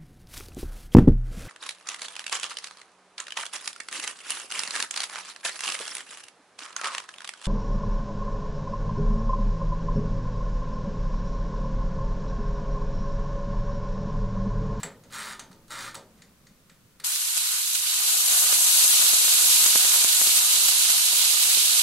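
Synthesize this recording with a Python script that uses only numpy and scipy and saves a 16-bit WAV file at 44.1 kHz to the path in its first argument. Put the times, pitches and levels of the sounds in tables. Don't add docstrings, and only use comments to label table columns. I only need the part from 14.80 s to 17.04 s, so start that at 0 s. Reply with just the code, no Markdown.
import sys
import numpy as np
from scipy import signal
from scipy.fft import rfft, irfft
from scipy.io import wavfile

SR = 44100
rng = np.random.default_rng(int(sys.argv[2]) if len(sys.argv) > 2 else 0)


def dump(signal):
    limited = np.clip(np.atleast_2d(signal).T, -1, 1)
    pcm = np.round(limited * 32767).astype(np.int16)
    wavfile.write(sys.argv[1], SR, pcm)


N = 98828


def amp(db):
    return 10 ** (np.asarray(db) / 20)


def unit(x):
    return x / np.sqrt(np.mean(x ** 2) + 1e-20)


def curve(rows, col=1):
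    rows = np.array(rows)
    return np.interp(np.arange(N) / SR, rows[:, 0], rows[:, col])


def at_hz(points, hz):
    points = np.array(points)
    return np.interp(np.log(hz + 1), np.log(points[:, 0]), points[:, 1])


def colour(x, spectrum):
    hz = np.arange(len(x) // 2 + 1) * SR / len(x)
    low_fall = np.minimum(hz / spectrum[0][0], 1) ** 2
    return irfft(rfft(x) * amp(at_hz(spectrum, hz)) * low_fall, len(x))


def filtered(x, order, edge_hz, kind):
    return signal.sosfilt(signal.butter(order, edge_hz, kind, fs=SR, output="sos"), x)


def drift(rate_hz):
    r = np.exp(-2 * np.pi * rate_hz / SR)
    noise = rng.standard_normal(N + SR)
    return unit(signal.lfilter([1], [1, -2 * r, r * r], noise)[SR:])


def peak(x, hz, width_hz):
    r = np.exp(-np.pi * width_hz / SR)
    feedback = [1, -2 * r * np.cos(2 * np.pi * hz / SR), r * r]
    return signal.lfilter([(1 - r * r) / 2, 0, (r * r - 1) / 2], feedback, x + 1e-18)


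def ring(x, hz, t60):
    r, w = amp(-60 / (t60 * SR)), 2 * np.pi * hz / SR
    return signal.lfilter([0, np.sin(w)], [1, -2 * r * np.cos(w), r * r], x + 1e-18)


# (pitch [Hz], width before damping [Hz], level [dB])
WORKS_MODES = [(1231, 29, -6.5), (1819, 78, 7), (2094, 120, -2), (2380, 134, 0), (2972, 130, -7.5),
               (3177, 10.3, -1.5), (3867, 430, -8), (4437, 52, 1.5), (4793, 92, -6), (5800, 80, -2),
               (5920, 150, -15.5), (6170, 330, -7.5), (6810, 17, -5), (7510, 26, -4), (8420, 120, -5),
               (9680, 640, -9.5), (11010, 110, -15.5), (12700, 46, -58), (13000, 30, -68),
               (14300, 100, -31)]
# (pitch [Hz], level [dB])
WORKS_BED_COLOUR = [(180, -66), (300, -19), (425, -7), (725, -1.5), (1320, 8.5), (2840, -10), (3890, -3),
                    (7690, -10.5), (8360, -15.5), (16000, -22)]
NARROWEST_HZ = 80


def works(x, bed_db):
    rings = 0
    for k, (hz, width_hz, db) in enumerate(WORKS_MODES):
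        rings = rings + (-1) ** k * amp(db) * peak(x, hz, max(width_hz, NARROWEST_HZ))
    return rings + amp(bed_db) * colour(x, WORKS_BED_COLOUR)


# (pitch [Hz], level [dB], time to fall 60 dB [s])
CASING_MODES = [(166, -16.5, 0.12), (292.3, -13, .1), (423.4, -10.5, 0.18), (503, -9.5, 0.059),
                (545, -10.5, 0.12), (623, -8.5, 0.056), (725, -15, 0.061), (900, 0.5, 0.018)]
THUD_CUT_HZ = 1110


def casing(x):
    soft = filtered(x, 2, [130, THUD_CUT_HZ], "band")
    return sum(amp(db) * ring(soft, hz, t60) for hz, db, t60 in CASING_MODES)


# (time [s], level [dB])
KNOB_TWISTS = [
    [(0.0, -43.5), (0.024, -60.5), (0.026, -61)],
    [(0.305, -59), (0.331, -39.5), (0.437, -39.5), (0.519, -40.5), (0.58, -66)],
    [(0.895, -57), (0.907, -40.5), (0.923, -40), (1.025, -39.5), (1.089, -42.5), (1.135, -68)],
    [(1.36, -93), (1.376, -64), (1.41, -68)],
    [(2.225, -66), (2.233, -71), (2.24, -40)],
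]
GRIT_PER_S, GRIT_SPREAD_DB = 7000, 2.5
TEETH_PER_S, TOOTH_JITTER, TOOTH_SPREAD_DB = 124, 0.1, 3
TOOTH_DB, TOOTH_S = 7.5, 0.0014
TOOTH_ZING_DB, ZING_HZ = 9.5, 5800
WHIRR_BED_DB, WHIRR_LOW_HZ, CASING_WHIRR_DB = -5, 930, -36.5


def whirr():
    sizes = amp(GRIT_SPREAD_DB * np.minimum(rng.exponential(1, N), 4))
    grit = (rng.random(N) < GRIT_PER_S / SR) * sizes
    grit = unit(grit * rng.choice([-1, 1], N))

    teeth = np.cumsum(1 + TOOTH_JITTER * rng.standard_normal(400)) * SR / TEETH_PER_S
    at = teeth[teeth < N].astype(int)
    drops = np.zeros(N)
    drops[at] = amp(TOOTH_SPREAD_DB * rng.standard_normal(400))[:len(at)]
    fading = signal.lfilter([1], [1, -np.exp(-1 / (TOOTH_S * SR))], drops)
    rattle = fading * rng.standard_normal(N)
    zing = filtered(rattle, 2, ZING_HZ, "high")
    chatter = unit(grit + amp(TOOTH_DB) * rattle + amp(TOOTH_ZING_DB) * zing)

    t, force = np.arange(N) / SR, 0
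    for rows in KNOB_TWISTS:
        turning = (t >= rows[0][0]) * (t <= rows[-1][0])
        force = force + amp(curve(rows)) * turning
    scale = 1 / np.std(works(chatter, WHIRR_BED_DB))
    gears = filtered(works(force * chatter, WHIRR_BED_DB), 4, WHIRR_LOW_HZ, "high")
    return scale * gears + amp(CASING_WHIRR_DB) * casing(force * chatter)


# (pitch [Hz], time [s])
ROOM_FALL = [(200, 0.83), (1000, 0.34), (4000, 0.25), (8000, 0.18), (14000, 0.14)]
ROOM_DB, ROOM_GAP_S = -3.5, 0.0026


def room(x):
    t, tail = np.arange(SR // 2) / SR, 0
    edges = 100 * 2 ** np.arange(0, 7.6, .75)
    for low, high in zip(edges, edges[1:]):
        band = filtered(rng.standard_normal(len(t)), 2, [low, high], "band")
        tail = tail + band * amp(-60 * t / at_hz(ROOM_FALL, np.sqrt(low * high)))
    tail = tail * (t > ROOM_GAP_S)
    return amp(ROOM_DB) * signal.fftconvolve(tail / np.sqrt(np.sum(tail ** 2)), x)[:N]


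# (time [s], firing rate [Hz], first, second and third order level before wavering [dB])
ENGINE = [(0, 100.8, -61, -63, -74), (.3, 105.3, -61, -63.5, -70), (.53, 107.4, -70, -55.5, -75),
          (.65, 109, -72, -61, -66), (.87, 109.4, -63, -67, -66), (1.05, 110.9, -56.5, -62, -58.5),
          (1.2, 109.9, -60.5, -65, -65), (1.35, 109.7, -70, -66, -76), (1.5, 109.8, -82, -75, -88)]
DRONE_WAVER_DB = 1.5


def drone():
    phase = 2 * np.pi * np.cumsum(curve(ENGINE)) / SR
    total = 0
    for order in range(1, 4):
        level_db = curve(ENGINE, col=order + 1) + DRONE_WAVER_DB * drift(8)
        total = total + amp(level_db) * np.sin(order * phase)
    return total


# (time [s], level [dB])
RUMBLE_LEVEL = [(0.0, -48.5), (0.23, -58.5), (0.81, -58.5), (1.1, -59), (1.52, -60.5), (2.1, -62.5),
                (2.24, -65)]
# (pitch [Hz], level [dB])
RUMBLE_SPECTRUM = [(12, 2), (20, -8), (43, -6.5), (113, -9.5), (143, -2.5), (188, -3), (354, -16),
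                   (464, -14), (536, -15), (690, -19.5), (1500, -30), (1950, -54), (3300, -120)]


def rumble():
    level = amp(curve(RUMBLE_LEVEL) + 0.5 * drift(3.3))
    return level * unit(colour(rng.standard_normal(N), RUMBLE_SPECTRUM))


# (pitch [Hz], level [dB])
HISS_SPECTRUM = [(350, -3), (600, -25.5), (881, -19), (997, -1), (1450, -2.5), (2210, -5.5), (9620, -8.5),
                 (16000, -11.5)]


def hiss():
    return amp(-65) * unit(colour(rng.standard_normal(N), HISS_SPECTRUM))


# (pitch [Hz], level [dB])
PORT_SPECTRUM = [(12, -21), (20, 3), (98, -1), (158, -24), (198, 2), (241, -8), (4810, -13), (14700, -15.5),
                 (16000, -25)]


def port_noise():
    noise = amp(-66) * unit(colour(rng.standard_normal(N), PORT_SPECTRUM))
    return noise * [[1], [-1]]


SCATTER = 0.76


def scatter(click, spread_s):
    for lag in 1 + (spread_s * SR * rng.uniform(.02, .2, 5)).astype(int):
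        b = np.zeros(lag + 1)
        b[[0, -1]] = -SCATTER, 1
        click = signal.lfilter(b, b[::-1], click + 1e-18)
    return click


# (time [s], level [dB], snap pitch [Hz], snap level [dB],
# casing thud level [dB], rattle spread [s], then seven strike levels [dB], one for each strike pitch)
CLOCKWORK_BLOWS = [(0.0318, -14.5, 7600, 5, 2, 0.0035, -14.5, -22, -17, -19.5, -20, -18, -12.5),
                   (0.2359, -42.5, 6550, 1.5, -3, 0.0048, -17, -18, -18, -14.5, -14, -11, -10),
                   (0.2444, -46, 6550, -8, 18, 0.0062, -14, -17.5, -16, -21, -16, -16, -21),
                   (0.2992, -48.5, 7900, -11, -7, 0.0038, -26, -11, -17, -4, -9, -20, -19),
                   (0.594, -23.5, 6360, 2.5, 1.5, 0.0032, -15, -19, -20.5, -14.5, -15.5, -9, -15),
                   (0.7138, -39, 7700, -12, 9, 0.0038, -13, -14.5, -15.5, -25, -13, -15, -11),
                   (0.7286, -41, 6340, -1, 5.5, 0.003, -33, -21, -29, -15.5, -11.5, -14, -18),
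                   (0.7358, -57, 6300, -6, -4, 0.0052, -24, -14, -21, -26, -20, -16, -24),
                   (0.8804, -45.5, 6570, -3, 7, 0.0046, -30, -12, -24, -13, -10, -9, 0),
                   (1.1444, -27.5, 8500, -16, 6.5, 0.0035, -27, -12, -19.5, -11.5, -18, -13, -2),
                   (1.1523, -23.5, 7940, -2, 7.5, 0.004, -22, -18.5, -24.5, -18.5, -14, -9.5, -15),
                   (1.4197, -39.5, 7000, 0.5, 0, 0.0032, -29, -21.5, -9.5, -12.5, -9.5, -8.5, -14),
                   (1.6681, -42, 6540, -2, -5, 0.004, -25, -25, -11, -21, -9.5, -10.5, -18),
                   (1.8961, -40, 7650, -1, -2, 0.0039, -28, -17, -12.5, -13.5, -14, -10, -21),
                   (2.1989, -31.5, 8540, -10, -3, 0.0032, -23, -19.5, -14, -16.5, -10, -14.5, -5)]
STRIKE_PITCHES = [700, 1300, 2000, 3000, 4400, 7500, 13000]
SNAP_WIDTH_HZ, THUD_S = 520, 0.014
BLOW_DB, BODY_DB, BLOW_BED_DB, CASING_DB = 9, 26, -6, -53.5
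LEAD_S = 0.01


def blows():
    out = np.zeros(N + SR)
    t = np.maximum(np.arange(SR // 4) / SR - LEAD_S, 0)
    click = np.diff(t > 0, prepend=False) * 1.
    for s, db, snap_hz, snap_db, thud_db, rattle_s, *strike_db in CLOCKWORK_BLOWS:
        jolt = scatter(click, rattle_s)
        snap = peak(peak(jolt, snap_hz, SNAP_WIDTH_HZ), snap_hz, 2 * SNAP_WIDTH_HZ)
        body = works(colour(jolt, list(zip(STRIKE_PITCHES, strike_db))), BLOW_BED_DB)
        push = rng.standard_normal(len(t)) * t / THUD_S * np.exp(-t / THUD_S)
        thud = amp(CASING_DB + thud_db) * casing(push)
        blow = amp(BODY_DB) * body + 3 * amp(snap_db) * snap + thud
        i = int((s - LEAD_S) * SR)
        out[i:i + len(t)] += amp(db + BLOW_DB) * blow
    return out[:N]


# (time [s], level before filtering [dB], pitch [Hz])
HAND_BUMPS = [(0.046, -38, 170), (0.702, -41.5, 180), (1.21, -52, 173), (1.709, -46.5, 200),
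              (2.047, -48, 110)]
BUMP_T60_S = 0.083


def bumps():
    out = np.zeros(N)
    for s, db, hz in HAND_BUMPS:
        push = np.zeros(N)
        push[int(s * SR)] = amp(db)
        out += ring(push, hz, BUMP_T60_S)
    return filtered(out, 2, [70, 400], "band")


def scene():
    timer = whirr() + blows()
    return timer + room(timer) + drone() + rumble() + hiss() + port_noise() + bumps()


def record(dry):
    return signal.sosfilt(signal.cheby2(30, 60, 15950, fs=SR, output="sos"), dry)


dry = scene()
out = record(dry)
dump(out)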